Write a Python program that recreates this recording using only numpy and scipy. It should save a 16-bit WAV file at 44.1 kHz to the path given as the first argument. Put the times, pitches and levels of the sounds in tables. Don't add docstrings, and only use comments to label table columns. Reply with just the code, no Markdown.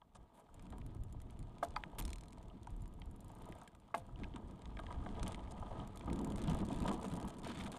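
import sys
import numpy as np
from scipy import signal
from scipy.fft import rfft, irfft, next_fast_len
from scipy.io import wavfile
from scipy.ndimage import uniform_filter1d

SR = 44100
rng = np.random.default_rng(int(sys.argv[2]) if len(sys.argv) > 2 else 0)


def to_linear_factor(level_db):
    exponent = np.asarray(level_db, float) / 20
    return 10 ** exponent


def int16_out(signal):
    q = np.round(np.clip(np.atleast_2d(signal).T, -1, 1) * 32767)
    wavfile.write(sys.argv[1], SR, q.astype(np.int16))


N = 343098


def evened(x):
    return x / np.sqrt(np.mean(x ** 2) + 1e-20)


def add(mix, s, sound):
    part = mix[round(s * SR):][:len(sound)]
    part += sound[:len(part)]


def coloured(x, points):
    size = next_fast_len(N + 4096)
    hz, db = np.transpose(points)
    bins_hz = np.fft.rfftfreq(size, 1 / SR)
    gain = to_linear_factor(np.interp(np.log(bins_hz + 1), np.log(hz), db, -90, -90))
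    return irfft(rfft(x, size) * gain, size)[:N]


def resonate(x, modes):
    out = 0
    for k, (hz, width, db) in enumerate(modes):
        r = np.exp(-np.pi * width / SR)
        poles = [1, -2 * r * np.cos(2 * np.pi * hz / SR), r * r]
        out = out + (-1) ** k * to_linear_factor(db) * signal.lfilter([1 - r, 0, r - 1], poles, x)
    return out


def bumps(per_s, uneven_db, long_s):
    size = to_linear_factor(uneven_db * np.minimum(rng.exponential(1, N), 4))
    jolts = size * (rng.random(N) < per_s / SR)
    power = signal.lfilter([1], [1, -np.exp(-2 / (long_s * SR))], jolts ** 2)
    return np.sqrt(evened(abs(power)))


# (time [s], rocking of the mount [dB], roll of the wheels [dB])
RIDE = [(0.0, -72, -74.5), (0.5, -69.5, -67), (0.62, -51.5, -64.5), (1.2, -52, -66), (1.55, -55.5, -64.5),
        (1.75, -55, -60), (2.15, -57, -63.5), (3.1, -53.5, -66.5), (3.5, -61, -57.5), (3.75, -65.5, -68),
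        (4.35, -51, -62), (4.7, -54, -62), (5.1, -46, -55), (5.65, -56.5, -58), (6.058, -52.5, -57.5),
        (6.078, -51.5, -54), (6.9, -50, -53), (7.35, -60, -57.5)]
# (time [s], length [s], rocking [dB], roll [dB])
ROUGH_PATCHES = [(0.136, 0.12, 7, 3.5), (0.332, 0.1, -3, 6), (0.945, 0.11, 2.5, -2), (1.982, 0.12, 11, 1.5),
                 (2.678, 0.17, 7.5, 0), (3.548, 0.11, 3.5, 3), (4.185, 0.1, 3, 4), (4.42, 0.16, 3, 0),
                 (4.93, 0.29, -1, -0.5), (3.414, 0.16, 4.5, -1), (5.15, 0.22, 2.5, 2),
                 (5.553, 0.143, 1.5, 3), (5.696, 0.16, 6.5, 5), (6.492, 0.063, 6.5, 4),
                 (6.842, 0.078, 0, 5.5), (7.138, 0.16, 2, 3), (7.414, 0.32, 4, 2.5)]


def road(rock_share, roll_share, level_db, coast_db=0):
    t = np.arange(N) / SR
    s, rock_db, roll_db = np.transpose(RIDE)
    rock = np.interp(t, s, rock_db + 55)
    roll = np.interp(t, s, roll_db + 62)
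    for start, length, more_rock_db, more_roll_db in ROUGH_PATCHES:
        shape = signal.windows.tukey(round(length * SR), .25)
        add(rock, start, more_rock_db * shape)
        add(roll, start, more_roll_db * shape)
    coasting = np.clip((t - 6.07) / 0.0081, 0, 1)
    return to_linear_factor(rock_share * rock + roll_share * roll + level_db + coast_db * coasting)


# (frequency [Hz], density [dB per Hz])
MOUNT_SPECTRUM = [(8.8, -36), (15, -1), (48, -0.5), (130, -7), (200, -30), (260, -27.5), (440, -120)]


def mount_shake():
    drive = (.5 + bumps(12, 2.6, 0.057)) * rng.standard_normal(N)
    return road(0.96, 0.001, -52.5) * evened(coloured(drive, MOUNT_SPECTRUM))


# (time [s], peak [dB], swing [Hz], negative swings down first)
WHEEL_HITS = [(0.682, -43, 184), (0.687, -45, 37), (1.989, -27, -42), (2.053, -31.5, 68),
              (2.724, -31.5, 38.5), (4.182, -37, 55.5), (4.673, -37.5, 54), (4.751, -35, 53.5),
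              (4.943, -37, 35.5), (4.951, -39, 44), (5.722, -36, 86.5), (6.081, -31.5, 63.5),
              (6.4807, -19.5, 163), (7.132, -27, -170), (5.8, -36.5, 265), (6.606, -25, -190),
              (6.875, -28, 195), (4.966, -32, -62), (.712, -36, 55)]


def thumps():
    out, t = np.zeros(N), np.arange(9000) / SR
    for s, db, hz in WHEEL_HITS:
        swing = np.sin(2 * np.pi * hz * t) * np.exp(-t * abs(hz) / 4.1)
        add(out, s, to_linear_factor(db - 8.5) * swing)
    return out


def mount_sag():
    out, t = np.zeros(N), np.arange(9000) / SR
    hz = 70 + (360 - 70) * np.exp(-t / 0.034)
    swing = np.sin(2 * np.pi * np.cumsum(hz) / SR)
    add(out, 3.95, to_linear_factor(-51.5) * swing * np.exp(-(t / .08) ** 2))
    return out


# (frequency [Hz], width [Hz], level [dB])
TYRE_MODES = [(152, 91, -4.5), (210.3, 40.7, 1), (235.6, 41, -3), (330.6, 91, -6.5), (421, 510, -17)]


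def tyre():
    drive = (0.82 + bumps(60, 3.5, 0.01)) * rng.standard_normal(N)
    carcass = resonate(drive, [(199.4, 250, 0)])
    return road(0.64, 0.39, -58.5, coast_db=8.5) * evened(resonate(carcass, TYRE_MODES))


# (frequency [Hz], width [Hz], level [dB])
TUBE_MODES = [(437.5, 29.6, 5), (550, 74, -1.5), (658, 57, 2), (734, 17, 3), (825, 91, -3),
              (989.5, 77.5, -2), (1124, 24, -6), (1245, 67, -7), (1615, 60, -15.5), (2126, 1030, -23),
              (2530, 1060, -23.5), (3140, 370, -20)]


def frame_buzz():
    drive = (0.59 + bumps(90, 3.3, 0.00081)) * rng.standard_normal(N)
    through_fork = resonate(drive, [(900, 1820, 0)])
    return road(.001, 1.213, -63.5) * evened(resonate(through_fork, TUBE_MODES))


# (time [s], peak [dB], centre [Hz], contact [s])
FRAME_KNOCKS = [(.017, -52, 1330, 0.0026), (.150, -51.5, 780, 0.0056), (.725, -46.5, 1130, 0.015),
                (1.983, -46, 1230, 0.02), (4.359, -45, 1270, 0.014), (4.791, -39, 1470, .0052),
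                (4.905, -39.5, 1030, 0.0064), (5.062, -39, 1100, 0.0033), (5.264, -42.5, 1510, 0.015),
                (5.625, -39, 900, 0.005), (5.711, -42.5, 900, 0.0062), (6.076, -37.5, 900, 0.0093),
                (6.479, -38.5, 1130, 0.022), (6.878, -39, 1290, 0.013), (6.911, -34, 800, 0.004),
                (7.040, -36, 800, 0.0078), (7.215, -43.5, 800, 0.004), (7.463, -37, 1280, 0.004)]
# (time [s], peak [dB], centre [Hz])
FRAME_TAPS = [(0.816, -52.5, 2200), (1.3, -59, 2500), (1.8, -65, 2800), (2.671, -41.5, 1140),
              (3.018, -47, 2300), (3.524, -45, 2300), (3.676, -49.5, 2100), (4.159, -53, 3700),
              (4.235, -43.5, 1970), (4.242, -45.5, 2300), (4.339, -51.5, 2780), (4.77, -45.5, 2000),
              (4.866, -45, 2240), (5.345, -42.5, 2450), (3.884, -55, 1000), (3.905, -55.5, 1140),
              (3.75, -59, 1440), (3.617, -48, 1000), (4.092, -57, 1100), (2.5, -58, 3100),
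              (6.0103, -47.5, 1950), (5.393, -52, 2400), (5.4745, -55, 2400), (5.6675, -56, 2600),
              (6.5, -54, 2800), (5.152, -56, 2800), (5.27, -43, 2350), (6.5, -47, 3100), (6.1, -46, 2000),
              (6.481, -44, 4100), (5.8, -49, 3100), (7.608, -41, 2100), (.782, -55, 1100), (.49, -59, 1030)]


def frame_blows():
    out, t = np.zeros(N), np.arange(6000) / SR
    hits = [(s, db, hz, 0.0018, 0.24) for s, db, hz in FRAME_TAPS]
    hits += [(*knock, 1) for knock in FRAME_KNOCKS]
    for s, db, hz, contact, octaves in hits:
        blow = rng.standard_normal(len(t)) * np.exp(-t / contact)
        blow[0] = 5.5
        struck = []
        for mode_hz, width, level in TUBE_MODES:
            away = np.log2(mode_hz / hz) / octaves
            struck.append((mode_hz, width, 0.86 * level - 1.47 * away ** 2))
        ring = resonate(resonate(blow, [(hz, 1.84 * hz, 0)]), struck)
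        add(out, s, to_linear_factor(db) * ring / abs(ring).max())
    return out


# (time [s], peak [dB], rise [s], free ring [s])
HARD_CLANKS = [
    (1.6259, -25, 0.0028, 0.01402),
    (1.762, -28, 0.0017, 0.012),
    (3.9418, -25, 0.0011, 0.01178),
    (1.8366, -30, 0.00054, 0.00302),
]
# (frequency [Hz], level [dB], t60 [s])
CLANK_MODES = [
    [(691, 1.0, 0.11), (835, 0.5, 0.04), (970, -10.5, 0.072), (1203, 2.5, 0.028), (1590, -4, 0.025), (2128, -23, 0.066)] + [(602, -0.5, 0.059), (287, -18.0, 0.14)],
    [(845, -2.5, 0.14), (983, -0.5, 0.071), (1246, 4.5, 0.036), (1553, 9, 0.0087), (2080, 1, 0.017), (2456, 0, 0.015), (3150, -17, 0.02), (4630, 2.5, 0.011)],
    [(684, 9.0, 0.16), (1124, 19.0, 0.018), (1640, 2.0, 0.064), (2116, 3.5, 0.031), (2560, -7.0, 0.069), (3560, -22, 0.037)] + [(855, 10.5, 0.11), (299, -7, 0.26), (520, -14, 0.5)],
    [(1840, 1.5, 0.0084), (2520, -1, 0.0075), (3220, -3.5, 0.0065), (944, -11, 0.04), (1250, -12.5, 0.026)],
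]


def clanks():
    out, t = np.zeros(N), np.arange(9000) / SR
    for (s, db, rise, free), modes in zip(HARD_CLANKS, CLANK_MODES):
        ring = sum(to_linear_factor(level - 60 * t / t60) * np.sin(2 * np.pi * hz * t) for hz, level, t60 in modes)
        ring *= 1 - np.exp(-(t / rise) ** 2)
        add(ring, 0.45 * free, 0.29 * ring.copy())
        ring *= 1.1 + 0.22 * np.exp(-(t / free) ** 4)
        loose = 0.12 + 0.42 * np.minimum(t / (2 * free), 1)
        chatter = evened(uniform_filter1d(rng.standard_normal(len(t)), 90))
        ring *= 1 - .5 * loose + loose * chatter
        add(out, s, to_linear_factor(db) * ring / abs(ring).max())
    return out


# (time [s], teeth passed)
FREEWHEEL_RUNS = [
    [(.5432, 0), (.7826, 3), (1.036, 6), (1.2174, 8), (1.392, 10)],
    [(2.705, 0), (2.8781, 3), (3.0572, 6), (3.2058, 9), (3.3166, 12), (3.4209, 15), (3.5211, 18),
     (3.6339, 21)],
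]
# (peak [dB], body under it [dB], sheen under it [dB])
RUN_TICKS = [
    (-51, 1, -9),
    (-55.5, -20, -5),
]


def freewheel_ticks():
    rows = []
    for run, tick in zip(FREEWHEEL_RUNS, RUN_TICKS):
        s, passed = np.transpose(run)
        curve = np.polyfit(passed, s, len(s) - 1)
        for at in np.polyval(curve, np.arange(passed[-1] + 1)):
            rows.append((at, *(tick + 1.76 * rng.standard_normal(3))))
    return rows


# (time [s], peak [dB], body under it [dB])
STRAY_LINKS = [(0.155, -45, -5), (0.595, -50.5, 9), (0.667, -53, 8), (0.7245, -52, 9), (1.202, -49, 3),
               (1.428, -48, 0), (1.5837, -47.5, 0), (1.635, -58, 4), (1.6854, -45, -15),
               (1.7065, -44.5, -2.5), (1.762, -52.5, 27), (1.8372, -51, -4), (2.6717, -44, -5),
               (2.8574, -50, 5.5), (3.6154, -44, -17), (3.9478, -36.5, 9), (4.19, -56, 9),
               (4.3605, -40.5, 7), (4.6195, -48, 7), (4.656, -52.5, 18), (4.791, -57, 25.5),
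               (4.8356, -56.5, 16), (4.926, -47.5, 12.5), (5.196, -51.5, 21.5), (5.09, -55.5, 19.5),
               (5.2304, -26, -4), (5.2636, -43, 9.5), (5.321, -37, -11), (5.346, -42, 14)]
# (time [s], peak [dB])
STAY_TICKS = [(1.9853, -40), (2.6318, -49), (2.8075, -56), (3.6771, -43), (3.75, -49.5), (4.5108, -49.5),
              (5.2793, -30), (5.5091, -48), (5.8748, -43), (5.959, -42), (5.9738, -38), (5.995, -43.5),
              (5.6, -48), (6.059, -49), (4.8, -49), (4.9079, -52), (3.8, -54), (4.066, -55)]


def link_ticks():
    rows = [(s, db, body_db, -34) for s, db, body_db in STRAY_LINKS]
    return rows + [(s, db, -6, -17) for s, db in STAY_TICKS]


# (time [s],
# peak [dB], body under it [dB], sheen under it [dB])
CHAIN_JOLTS = [(6.0823, -63, -4, -22), (6.1018, -61, 1, -13), (6.1295, -43, -15, -26), (6.1592, -57, 3, -14),
               (6.1901, -46, -8, -26), (6.2131, -60, 2, -10), (6.2455, -45.5, -8, -19.5),
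               (6.2724, -55, -5, -18), (6.3014, -49.5, -5, -21), (6.3203, -54, 3, -16),
               (6.3582, -45, -11, -24), (6.3807, -47, -5, -22), (6.417, -44, -12, -25),
               (6.438, -44.5, -7, -30), (6.474, -59, -6, -19), (6.474, -54, 4, -20), (6.4966, -44, -11, -22),
               (6.5313, -53, -11, -22), (6.546, -46, -15, -22), (6.5686, -54, -5, -16),
               (6.588, -48.5, -13, -24), (6.6146, -55, -9, -23), (6.6501, -49, -10, -24),
               (6.686, -49, -8, -30), (6.7034, -59, -6, -23), (6.7287, -47, -13, -25),
               (6.7603, -50, -7, -23), (6.7862, -51, -11, -30), (6.8017, -46, -10, -24),
               (6.8212, -49, 0, -20), (6.8406, -51, -8, -24), (6.8621, -44, -7, -26), (6.879, -44, 2, -21),
               (6.9145, -46, -11, -29),
               (6.9148, -50, -10, -27), (6.9333, -47, -15, -27), (6.9767, -57, -6, -25),
               (6.9986, -59, -8, -21), (7.0131, -50, -15, -27), (7.029, -47, -11, -23),
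               (7.05, -47, -12, -27), (7.0819, -49, -9, -21), (7.0989, -52, -7, -23),
               (7.1373, -47, -10, -22), (7.1645, -49.5, -10, -22), (7.1994, -51.5, -1, -18),
               (7.2271, -51, -2, -24), (7.25, -56, -8, -18), (7.277, -52, -10, -21),
               (7.2822, -47.5, -12, -20), (7.3034, -52, -11, -29), (7.3398, -56, -9, -24),
               (7.3678, -58, -8, -24), (7.3842, -56, -13, -22), (7.4172, -58, -1, -24),
               (7.4326, -55, 3, -21), (7.474, -53, -6, -18), (7.473, -47, -7, -22), (7.494, -53, 3, -20),
               (7.5364, -59, -2, -26), (7.5484, -54, -8, -21), (7.5723, -48, -11, -31),
               (7.5893, -47, -7, -25), (7.6037, -49, -3, -26), (7.6367, -49, -4, -21),
               (7.6661, -53, -6, -18), (7.717, -44.5, -9, -22), (7.7657, -52, -7, -24)]
# (time [s], peak [dB], body under it [dB], sheen
# under it [dB])
MORE_JOLTS = [(6.3734, -51, -14, -25), (6.391, -52, -6, -23), (6.424, -50, -9, -28),
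              (6.504, -49, -9, -29), (6.511, -51, -10, -21), (6.6034, -56, -8, -24),
              (6.6574, -54, -10, -21), (6.665, -53, -8, -26), (6.7134, -51, -16, -28),
              (6.7434, -50, -8, -26), (6.9264, -46, -14, -27), (6.9414, -49, -13, -23),
              (7.0437, -48, -12, -24), (7.0574, -52, -9, -31), (7.0654, -51, -10, -25),
              (7.1164, -50, -10, -24), (7.1544, -49, -14, -25), (7.17, -51, -8, -20),
              (7.2124, -52, -7, -24), (7.2944, -51, -11, -24), (7.3841, -54, -13, -22),
              (7.4444, -55, 1, -18), (7.5144, -53, -6, -20), (7.6174, -53, -1, -21),
              (7.6464, -53, -5, -19), (7.6794, -56, 1, -15), (7.7224, -52, -10, -20),
              (7.7714, -52, -13, -24)]


def jolted_ticks():
    jolts = CHAIN_JOLTS
    jolts = jolts + [(s, db - 1.5, body_db, sheen_db) for s, db, body_db, sheen_db in MORE_JOLTS]
    return [(s + .001, db + 10, body_db + 4, sheen_db + 3) for s, db, body_db, sheen_db in jolts]


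def snap(power, s, levels_db):
    t = np.arange(600) / SR
    shape = (1 - np.exp(-(t / .0011) ** 2)) * (3 * np.exp(-t / .0008) + .03 * np.exp(-t / .003))
    for band, level_db in zip(power, levels_db):
        add(band, s, to_linear_factor(2 * level_db) * shape)


def tick_contacts(power):
    pawl = np.zeros(N)
    for s, db, body_db, sheen_db in freewheel_ticks() + link_ticks() + jolted_ticks():
        snap(power, s - .0008, (db + body_db - 15, db - 13.5, db + sheen_db - 2))
        add(pawl, s, to_linear_factor(np.array([db + sheen_db + 43])))
    return pawl


# (time [s], peak [dB], ring against it [dB])
SKIPPED_TEETH = [(2.0104, -46, -17), (2.0228, -50, -3), (2.0374, -58, -14), (2.0514, -47.5, -1.5),
                 (2.061, -56, -10), (2.0787, -52, -5), (2.0914, -55, -14), (2.1031, -52, -4.5),
                 (2.1154, -58, -14), (2.1308, -46, -7), (2.1575, -51, -8.5), (2.1829, -54, -11),
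                 (2.2089, -54, -7), (2.2353, -56.5, -9), (2.2563, -64, -8), (2.2822, -56, -9.5),
                 (2.3057, -59, -12), (2.3236, -57, -12), (2.3295, -57.5, -7), (2.3815, -63, -9),
                 (2.4279, -59.5, -9), (2.4548, -61, -22), (2.482, -63, -9)]


def skipping_contacts(power):
    cog = np.zeros(N)
    for s, db, ring_db in SKIPPED_TEETH:
        s, db, ring_db = s + .001, db + 3.5, ring_db + 3.5
        snap(power, s - .0009, (db - 13, db + ring_db, db + ring_db - 11))
        add(cog, s, to_linear_factor(np.array([db + 25.5])))
    return cog


# (time [s], length [s], body [dB], ring [dB], sheen [dB])
CHAIN_SLAPS = [(0.147, 0.026, -76, -70, -99), (0.332, 0.089, -105, -93, -81),
               (1.627, 0.025, -133, -59.5, -63), (1.983, 0.022, -54, -53.5, -53),
               (3.944, 0.062, -74, -70, -70), (5.257, 0.085, -68, -74, -91),
               (5.508, 0.0173, -73, -61.5, -76), (6.374, 0.16, -65, -93, -96),
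               (6.453, 0.17, -60.5, -79, -90), (6.67, 0.12, -63.5, -73, -86), (6.78, 0.2, -65, -81, -90),
               (6.876, 0.022, -51, -58.5, -76), (7, 0.19, -65.5, -75, -86), (7.269, 0.042, -67, -69, -74),
               (6.92, 0.033, -78, -70, -78), (7.315, 0.043, -70, -82, -89), (7.383, 0.019, -69, -67, -78),
               (7.431, 0.11, -55.5, -71.5, -82), (7.593, 0.026, -58, -84, -84),
               (5.14, 0.055, -76, -91, -94), (7.528, 0.164, -58.5, -73, -84),
               (7.715, 0.11, -62.5, -69, -80)]


def slap_contacts(power):
    rasp = .4 + uniform_filter1d(bumps(130, 3.2, .0016), 30)
    for s, length, *levels_db in CHAIN_SLAPS:
        grit = rasp[round(s * SR):][:round(length * SR)] ** 2
        solid = np.exp(-length / 0.021)
        grit = solid + (1 - solid) * grit / grit.mean()
        shape = signal.windows.tukey(len(grit), .3) * grit
        for band, level_db in zip(power, levels_db):
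            add(band, s, to_linear_factor(2 * level_db) * shape)


def rattle_contacts(power):
    links = uniform_filter1d(bumps(130, 3.9, 0.00067), 45)
    gravel = bumps(450, 2.5, 0.0017)
    rattle = road(0.12, 0.93, -78, coast_db=-4.5)
    level = to_linear_factor(np.array([[-1.5], [-3.0], [-14.0]]))
    steady = np.array([[.6], [.35], [.2]])
    loose = (rattle * level * (steady + 1.15 * links)) ** 2
    loose[0] += (1.02 * rattle * gravel) ** 2
    drift = uniform_filter1d(rng.standard_normal((3, N)), 700)
    clumps = evened(uniform_filter1d(drift, 700))
    power += loose * to_linear_factor(5.5 * np.tanh(clumps))


# (frequency [Hz], width [Hz], level [dB])
COG_MODES = [(2300, 380, -1.5), (4120, 120, 3.5), (5130, 150, -5)]


def cog_ring(cog):
    return sum(resonate(cog * rng.uniform(-.4, 1.2, N), [mode]) for mode in COG_MODES)


# (frequency [Hz], width [Hz], level [dB])
PAWL_MODES = [(7180, 90, -4), (8600, 32, -9.5), (10100, 190, -15), (11400, 420, -21), (14100, 69, -40)]


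def pawl_ring(pawl):
    return sum(resonate(pawl * rng.uniform(-0.61, 0.25, N), [mode]) for mode in PAWL_MODES)


# (frequency [Hz], density [dB per Hz])
STEEL_SPECTRUM = [(880, 9), (1500, 4), (1640, 3.5), (1790, 0.5), (2070, 1.5), (2780, -0.5), (3540, 2.5),
                  (3870, -1), (5500, -10), (7450, -8.5), (8050, -10), (8790, -6.5), (11000, -20),
                  (13300, -35), (15500, -44)]


def steel_chatter(power):
    out = np.zeros(N)
    bands_hz = ((1200, 4800), (6000, 10200), (11500, 15800))
    for band, edges, order in zip(power, bands_hz, (1, 1, 2)):
        keep = signal.butter(order, edges, "bandpass", fs=SR, output="sos")
        noise = rng.standard_normal(N)
        norm = np.std(coloured(signal.sosfilt(keep, noise), STEEL_SPECTRUM))
        chatter = signal.sosfilt(keep, np.sqrt(band) * noise)
        out += coloured(chatter, STEEL_SPECTRUM) / norm
    return out


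def cable_zip():
    out = np.zeros(N)
    scrape = evened(resonate(rng.standard_normal(960), [(13400, 750, 0)]))
    add(out, 1.9835, to_linear_factor(-53) * signal.windows.tukey(960, .3) * scrape)
    return out


def drivetrain():
    power = np.zeros((3, N))
    pawl = tick_contacts(power)
    cog = skipping_contacts(power)
    slap_contacts(power)
    rattle_contacts(power)
    return steel_chatter(power) + cog_ring(cog) + pawl_ring(pawl) + cable_zip()


def hiss():
    return to_linear_factor(-92) * rng.standard_normal(N)


def scene():
    mount = mount_shake() + thumps() + mount_sag()
    frame = frame_buzz() + frame_blows() + clanks()
    return (mount + tyre() + frame + drivetrain() + hiss())[None]


def band_limit(x):
    return signal.sosfilt(signal.butter(12, 15700, fs=SR, output="sos"), x)


def record(dry):
    edge = signal.firwin(255, 15500, window=("kaiser", 8), fs=SR)
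    mix = signal.oaconvolve(dry, edge[None], "same")
    return band_limit(mix)


dry = scene()
out = record(dry)
int16_out(out)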